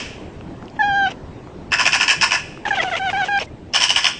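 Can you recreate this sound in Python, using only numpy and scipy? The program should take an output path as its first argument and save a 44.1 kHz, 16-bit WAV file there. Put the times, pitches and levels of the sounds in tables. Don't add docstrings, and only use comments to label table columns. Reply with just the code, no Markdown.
import sys
import numpy as np
from scipy import signal
from scipy.io import wavfile
from scipy.ndimage import uniform_filter1d

SR = 44100
rng = np.random.default_rng(int(sys.argv[2]) if len(sys.argv) > 2 else 0)


def unload_audio(sound):
    columns = np.transpose(np.atleast_2d(sound))
    steps = np.round(np.clip(columns, -1, 1) * 32767)
    wavfile.write(sys.argv[1], SR, steps.astype(np.int16))


def makeup_ratio(level_db):
    decades = np.asarray(level_db, float) / 20
    return 10 ** decades


N = 185127
T = np.arange(N) / SR


def evened(x):
    return x / np.sqrt(np.mean(x ** 2) + 1e-20)


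def read(points, hz):
    f, value = np.transpose(points)
    return np.interp(np.log(hz + 1), np.log(f + 1), value)


def add(mix, s, sound):
    part = mix[round(s * SR):][:len(sound)]
    part += sound[:len(part)]


def follow(rows):
    return np.interp(T, *np.transpose(rows))


def curves(rows):
    s, *columns = np.transpose(rows)
    return s[0], [np.interp(np.arange(s[0], s[-1], 1 / SR), s, c) for c in columns]


def whole(tables, column, quiet):
    out = np.full(N, float(quiet))
    for rows in tables:
        s, values = curves(rows)
        out[round(s * SR):][:len(values[column])] = values[column]
    return out


def steps(starts, values):
    at = np.clip(np.searchsorted(starts, T) - 1, 0, None)
    return uniform_filter1d(np.asarray(values, float)[at], size=200)


def resonate(x, hz, width):
    return signal.lfilter(*signal.iirpeak(hz, hz / width, SR), x)


def resonate_twice(x, hz, width):
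    return resonate(resonate(x, hz, width), hz, width)


def lowpass(x, hz):
    return signal.sosfiltfilt(signal.butter(2, hz, fs=SR, output="sos"), x)


def coloured(points, patchy_db, size):
    hz = np.fft.rfftfreq(size, 1 / SR)
    a, b, patches = rng.standard_normal((4 * N // size + 5, len(hz), 3)).T
    patches = evened(uniform_filter1d(uniform_filter1d(patches, size=7, axis=0), size=9, axis=1))
    z = (a + 1j * b) * makeup_ratio(read(points, hz)[:, None] + patchy_db * patches)
    return evened(signal.istft(z, nperseg=size, noverlap=3 * size // 4)[1][:N])


def wander(width):
    return evened(uniform_filter1d(uniform_filter1d(rng.standard_normal(N), width), width))


def gusts(rows):
    out = np.zeros(N)
    for s, length, db, fall_db in rows:
        u = np.linspace(0, 1, round(length * SR))
        add(out, s, makeup_ratio(db + fall_db * u ** 2) * np.minimum(u * length / 0.002, 1))
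    return out


# f/Hz, level/dB per Hz
HUM_COLOUR = [(12, -49.5), (20, -7.5), (107, 0.5), (223, -3.5), (261, -3), (396, -4.5), (464, -10.5),
              (515, -10.5), (847, -18), (941, -20.5), (1320, -28.5), (1810, -31), (2550, -34.5),
              (7650, -48.5), (10500, -58), (13600, -99), (22000, -120)]
# t/s, level/dB
TRAFFIC = [(0, 5), (.6, 5), (1, 4), (1.5, 2.5), (2.102, 3.5), (2.6, 2.5), (3.1, 0.5), (3.6, -1), (4.2, 0.5)]
# start t/s, length/s, level/dB, fall/dB
PEEP = [(3.472, 0.028, -41.5, -30)]


def town():
    noise = coloured(HUM_COLOUR, patchy_db=2.0, size=1024)
    low, below = lowpass(noise, 115), lowpass(noise, 750)
    traffic_db = follow(TRAFFIC)
    rumble = makeup_ratio(-43.5 + 0.36 * traffic_db) * evened(low)
    drone = makeup_ratio(-41.5 + traffic_db) * evened(below - low)
    hiss = makeup_ratio(-49 + 0.51 * traffic_db) * evened(noise - below)
    return rumble + drone + hiss + gusts(PEEP) * np.sin(2 * np.pi * 2100 * T)


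def earlier_echo():
    bands = np.zeros(N)
    for hz, width, up_db, _ in BEAK:
        fall_db = 60 * T / read(ECHO_DECAY, hz)
        ring = resonate_twice(rng.standard_normal(N), hz, 2.17 * width)
        bands += makeup_ratio(up_db + 1.0 * (hz < 2400) - fall_db) * ring
    return makeup_ratio(-24.5 + 8.0) * bands * (1 + 0.34 * np.exp(-T / 0.012))


# t/s, peak level/dB, f/Hz
TICKS = [(.41, -38, 2700), (0.411, -36.5, 1260), (.626, -32, 1280), (.657, -47, 5220), (0.682, -37, 2900),
         (.7, -45, 4920), (1.473, -33.5, 990), (2.575, -31, 1280), (2.681, -23, 1260), (2.9, -26, 2000),
         (3.101, -17.5, 2350), (3.174, -28, 2400), (3.377, -28.5, 5100), (3.389, -19.5, 2420)]


def ticks():
    out, t = np.zeros(N), np.arange(500) / SR
    for (s, db, hz), noise in zip(TICKS, rng.standard_normal((len(TICKS), 500))):
        ring = np.sin(2 * np.pi * hz * t) * np.exp(-t / 0.00083)
        click = resonate(noise, 3000, 4000) * np.exp(-t / 0.00041)
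        add(out, s, makeup_ratio(db) * (2.96 * ring + 0.14 * click))
    return out


def note(rows):
    attack_s, release_s, edge_db = 0.0026, 0.0097, -23
    s, (hz, effort_db, mouth) = curves(rows)
    t = np.arange(len(hz)) / SR
    edges = np.clip(1 - t / attack_s, 0, 1) + np.clip(1 - (t[-1] - t) / release_s, 0, 1) ** 2
    return np.transpose([s + t, hz, effort_db + edge_db * edges, mouth])


# t/s, pitch f/Hz, effort level/dB, mouth opening/0-1
MEOW = [(.79, 861, -19, 0.6), (.814, 858, -14.5, 0.48), (.83, 800.8, -13.5, 0.85), (.866, 825, -16.5, 0.63),
        (.94, 781, -18, 0.54), (.955, 805, -18, 0.42), (1.05, 781.3, -16.5, 0.4),
        (1.072, 744.2, -15.5, 0.39), (1.094, 793, -25.5, 0.88)]
# t/s, pitch f/Hz, effort level/dB, mouth opening/0-1
CHATTER = [
    [(2.651, 906, -29, .35), (2.666, 818, -16.5, 0.53), (2.688, 865, -21.5, 0.8)],
    [(2.705, 892, -24, .3), (2.716, 830, -16.5, 0.45), (2.73, 810, -18.5, 0.46), (2.75, 765, -19.5, 0.63)],
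    [(2.769, 830, -20, 0.47), (2.789, 735, -19, .45), (2.797, 650, -21, 0.64), (2.816, 655, -17, 0.03)],
    [(2.843, 752, -19, .4), (2.86, 761, -23, 0.9), (2.9, 704.6, -21.5, 0.6)],
    [(2.912, 785, -23.5, .5), (2.926, 744, -20.5, 0.5), (2.938, 666, -21.5, 0.27), (2.95, 673, -20.5, 0.26),
     (2.964, 727, -15, 0.46)],
]
# t/s, pitch f/Hz, effort level/dB, mouth opening/0-1
MEWLS = [
    [(2.994, 782, -26, 0.34), (3.02, 757, -21.5, 0.7), (3.045, 789, -22, 0.62), (3.084, 739, -18.5, 0.42),
     (3.105, 715, -19.5, 0.52)],
    [(3.128, 820.5, -19, 0.52), (3.152, 759, -20.5, 0.68), (3.192, 830, -20.5, 0.49),
     (3.22, 765, -18.5, 0.44), (3.251, 732.5, -19.5, 0.46)],
    [(3.283, 819, -20.5, 0.46), (3.3, 819.5, -23, 0.47), (3.367, 794.6, -17, 0.39),
     (3.394, 793, -20.5, 0.41)],
]
# t/s, level/dB
CATCHES = [(0.827, -3), (1.066, -5.5), (2.661, -10), (2.672, -11.5), (2.723, -12.5), (2.798, -7),
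           (2.949, -8.5), (3.087, -3.5), (3.227, -4.5)]
# leaking air level/dB, third harmonic level/dB, level of harmonics above the fourth/dB
LEAKS = [
    (-38.5, -8, -3),
    (-14, 4, -1),
    (-20, 9, 0),
    (-16.5, 0.5, 3),
    (-15.5, -12, -5),
    (-13.5, 0.5, 1),
    (-25, -3.5, -2),
    (-20.5, 1, 0),
    (-28.5, 9.5, 0),
]
# f/Hz, level/dB
THROAT = [(700, -2.5), (900, -0.5), (1300, -12.5), (1950, -9.5), (2400, -25.5), (2900, -11), (3200, -16),
          (3600, -31)]
# f/Hz, level/dB
MEW_TOP = [(3300, -2), (4000, -19), (4800, -22), (5600, -28.5), (6350, -24), (7150, -37.5), (8000, -57),
           (9500, -83.5)]


def mews():
    notes = [note(rows) for rows in [MEOW] + CHATTER + MEWLS]
    starts = [rows[0][0] - .003 for rows in notes]
    catch_db = sum(db * np.exp(-((T - s) / .0035) ** 2) for s, db in CATCHES)
    leak_db, third_db, top_db = (steps(starts, c) for c in np.transpose(LEAKS))
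    leak_db = leak_db - 5 * catch_db / 10

    shake = .005 + .07 * makeup_ratio(leak_db)
    pitch_hz = uniform_filter1d(whole(notes, column=0, quiet=830), size=60)
    hz = pitch_hz * (1 + shake * wander(width=70) + .005 * catch_db)
    turns = 2 * np.pi * np.cumsum(hz) / SR

    effort_db = whole(notes, column=1, quiet=-93.5) + catch_db
    mouth = whole(notes, column=2, quiet=.4)
    mouth_hz = 1460 + 1042 * mouth
    level_db = [effort_db + read(THROAT, hz)]
    for k in range(2, 5):
        mouth_db = 17 / (1 + ((k * hz - mouth_hz) / 560) ** 2) ** 2
        level_db.append(effort_db + read(THROAT, k * hz) + mouth_db + 1.25 * wander(width=500))
    level_db[2] = level_db[2] + third_db
    top_db = level_db[0] + top_db + 0.5 * (mouth - .5)
    for k in range(5, 12):
        flicker_db = np.minimum(4.5 * wander(width=1300), 1.5) + 1.5 * wander(width=150)
        level_db.append(top_db + read(MEW_TOP, k * hz) + flicker_db - 5)

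    bloom_db = -12.5 * np.exp(-np.maximum(T - steps(starts, starts), 0) / .015)
    level_db = level_db[:2] + [db + bloom_db for db in level_db[2:]]
    gains = [uniform_filter1d(makeup_ratio(db + 0.31 * wander(width=120)), size=90) for db in level_db]
    voice = sum(np.sqrt(2) * g * np.cos((k + 1) * turns + 0.78 * k) for k, g in enumerate(gains))
    breath = makeup_ratio(leak_db) * (gains[0] + gains[1]) * (1 + 0.35 * np.cos(turns))
    return voice, breath


# start t/s, length/s, level/dB, fall/dB
PUFFS = [(.757, .028, -52, -5.5), (1.055, 0.039, -41, -1.5), (1.088, 0.055, -39.5, -13.5),
         (1.103, 0.021, -35, -2.5), (2.68, 0.023, -29, -10.5), (2.745, 0.024, -30.5, 1),
         (2.812, 0.027, -25.5, 1.5), (2.895, 0.025, -34, -24), (2.964, .033, -24, -19),
         (3.098, 0.034, -30, -23.5), (3.245, 0.049, -29, -18.5), (3.39, 0.065, -31, -21),
         (3.413, 0.024, -33, -9)]
# f/Hz, level/dB per Hz
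PUFF_COLOUR = [(180, -32), (300, -14), (569, -1.5), (1030, -7), (1490, -11.5), (2870, -3.5), (3540, -14),
               (4560, -20.5), (4980, -18.5), (6230, -20), (10500, -47.5), (13600, -77), (22000, -120)]
# start t/s, length/s, level/dB, fall/dB
WHEEZE = [(3.395, 0.031, -33.5, -10)]
# start t/s, length/s, level/dB, fall/dB
AIR = [(2.65, .81, -44.5, -4.5)]


def cat():
    voice, breath = mews()
    puffs = uniform_filter1d(gusts(PUFFS) * makeup_ratio(3.5), size=200)
    grit = makeup_ratio(1.7 * wander(width=50))
    wheeze = gusts(WHEEZE) * evened(resonate(rng.standard_normal(N), 5300, 160))
    voiced = uniform_filter1d(1. * (breath > 1e-4), size=300)
    jaw_noise = evened(resonate(resonate(rng.standard_normal(N), 5400, 4200), 4200, 4200))
    air = gusts(AIR) * makeup_ratio(1.6 * wander(width=700) - 5.5 * voiced) * jaw_noise
    return voice + wheeze + air + (breath + puffs) * grit * coloured(PUFF_COLOUR, patchy_db=2.5, size=256)


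# first full throb t/s, wait between throbs/s, hold/s
RATTLES = [(1.7299, .0093, .011), (1.7956, .0083, .019), (1.8559, .0095, .021), (1.932, .0085, .02),
           (2.0013, .0095, .03), (2.0813, .0102, .032), (2.2219, .0085, .018), (2.3197, .0095, .028),
           (3.7461, .0085, .022), (3.8132, .0087, .027), (3.8942, .011, .013), (3.9616, .0097, .021),
           (4.0446, .011, .023)]
# effort level/dB, level of the throb before the first full one/dB
EFFORTS = [(-11.5, -4.5), (-10.5, -6), (-9, -16), (-7.5, -8), (-12.5, -21), (-8, -30), (-5.5, -5),
           (-11, -1), (-8.5, -8.5), (-10.5, -6.5), (-10, -8), (-10, -15), (-9.5, -14)]


def throbs():
    flow, t, k = np.zeros(N), np.arange(1600) / SR, np.arange(-2, 9)
    later = np.maximum(k, 0)
    chances = rng.standard_normal((len(RATTLES), 2, len(k)))
    for (first, gap, hold), (db, lead_db), chance in zip(RATTLES, EFFORTS, chances):
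        past = np.maximum(k * gap - hold, 0)
        swell_db = 50 * np.minimum(later * gap, hold)
        fall_db = 360.5 * past + 9 * np.minimum(past / .005, 1)
        level_db = db + swell_db - fall_db + 1. * chance[0]
        level_db += lead_db * (k < 0) - 20.5 * (k < -1)
        times = first + k * gap + 0.00043 * later * chance[1]
        fades = gap * (.24 + .1 * later)
        for s, throb_db, fade in zip(times, level_db, fades):
            shape = (1 - np.exp(-t / .0012)) ** 2 * np.exp(-t / fade)
            add(flow, s - shape.argmax() / SR - .0006, makeup_ratio(throb_db) * shape / shape.max())
    return flow


# t/s, opening/0-1
GAPE = [(1.72, 1), (1.86, 0.1), (1.94, 0.02), (2.01, .3), (2.09, 0.08), (2.33, 0.26), (3.75, 0.3), (3.9, 0),
        (4.06, 0.5)]
# f/Hz, width/Hz, level facing up/dB, level crouched/dB
BEAK = [(766, 252, -14, -11.5), (1025, 183, -7, -7.5), (1460, 156, -8.5, -10.5), (1728, 110, -3, -5.5),
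        (1996, 260, -10, -11), (2484, 273, -1, -0.5), (2974, 320, -2.5, 4), (3243, 190, -14, -12),
        (3920, 640, -18.5, -16), (4570, 250, -19, -15), (5263, 640, -8.5, -5.5), (5400, 120, -20, -9),
        (6100, 200, -12, -12.5), (7030, 640, -19, -25), (8060, 1800, -25, -20.5)]


def magpie():
    crouched = T > 3
    gape, flow = follow(GAPE), throbs()
    low_db = 8.5 * gape
    whistle_db = np.where(crouched, -11, -6.5) + 8.5 * gape
    whistle_hz = np.where(crouched, 3020, 2621) * (1 + .035 * wander(width=60))
    turns = 2 * np.pi * np.cumsum(whistle_hz) / SR
    call = makeup_ratio(whistle_db + 0.5) * flow * (np.sin(turns) + makeup_ratio(-8) * np.sin(2 * turns))

    flow = flow * makeup_ratio(1.6 * wander(width=25))
    fade = np.exp(-1 / (0.0028 * SR))
    smeared = signal.lfilter([1 - fade], [1, -fade], flow)
    for hz, width, up_db, down_db in BEAK:
        shift_db = low_db if hz < 2200 else 0 if hz > 4400 else -3
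        push = flow if 2200 < hz < 6000 else smeared
        ring = resonate_twice(push * rng.standard_normal(N), hz, 1.51 * width)
        posture_db = np.where(crouched, down_db, up_db)
        call += makeup_ratio(posture_db + shift_db + 14.5 + 1.7 * wander(width=600)) * ring
    return call


# f/Hz, t60/s
ECHO_DECAY = [(500, 0.084), (2500, 0.76), (6000, 0.54), (10000, 0.79)]


def street(x):
    taps = np.zeros(SR)
    at = np.arange(400, SR - 20, 20) + rng.integers(0, 20, (SR - 401) // 20)
    taps[at] = rng.choice([-1., 1.], len(at))
    hz, t, z = signal.stft(taps, SR, nperseg=256)
    early = 1 + 7 * np.exp(-t / 0.011)
    decay = makeup_ratio(-60 * t / read(ECHO_DECAY, hz)[:, None])
    tail = signal.istft(z * early * decay, SR, nperseg=256)[1]
    return signal.fftconvolve(x, tail / np.linalg.norm(tail))[:N]


def scene():
    bird, pet = magpie(), cat()
    echoes = street(makeup_ratio(-8) * bird + makeup_ratio(-26.5) * pet)
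    return (bird + pet + echoes + earlier_echo() + ticks() + town())[None]


def starved(x):
    hz, t, z = signal.stft(x, SR, nperseg=1024, noverlap=768)
    power = uniform_filter1d(abs(z) ** 2, size=3, axis=1)
    around = uniform_filter1d(power, size=21, axis=1)
    masked = uniform_filter1d(power, size=5, axis=2) < makeup_ratio(-40) * around
    slow_db = 10 * np.log10(uniform_filter1d(power, size=11, axis=2) + 1e-20)
    faint = slow_db < uniform_filter1d(slow_db, size=31, axis=1) - 4.1
    dropped = masked & (hz > 1800)[:, None] | faint & (hz > 3400)[:, None]
    z = z * np.where(dropped, makeup_ratio(-22), 1)
    z = z * np.where(hz > 8600, makeup_ratio(-7.5), 1)[:, None]
    top = power[:, hz > 9350].mean(1, keepdims=True)
    thinned = (top < np.percentile(top, 90)) & (hz > 9350)[:, None]
    z = z * np.where(thinned, makeup_ratio(-20), 1)
    return signal.istft(z, SR, nperseg=1024, noverlap=768)[1][:, :N]


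def band_limit(x):
    return signal.sosfilt(signal.butter(12, 10630, fs=SR, output="sos"), x)


def record(dry):
    power = (dry ** 2).mean(0)
    power_db, slow_db = (10 * np.log10(abs(uniform_filter1d(power, size=n)) + 1e-12) for n in (900, 12000))
    fall = 37.0 * T
    over_db = np.maximum(np.maximum.accumulate(power_db + fall) - fall + 17.5, 0)
    bass = lowpass(dry, 130)
    ducked = dry - bass + bass / makeup_ratio(0.27 * np.maximum(slow_db + 25.5, 0))
    x = np.tanh(ducked / makeup_ratio(.3 * uniform_filter1d(over_db, size=200)) / 1.05) * 1.05
    edge = signal.firwin(511, 10650, window=("kaiser", 9), fs=SR)
    mix = signal.oaconvolve(starved(x), edge[None], "same")
    return band_limit(mix)


dry = scene()
out = record(dry)
unload_audio(out)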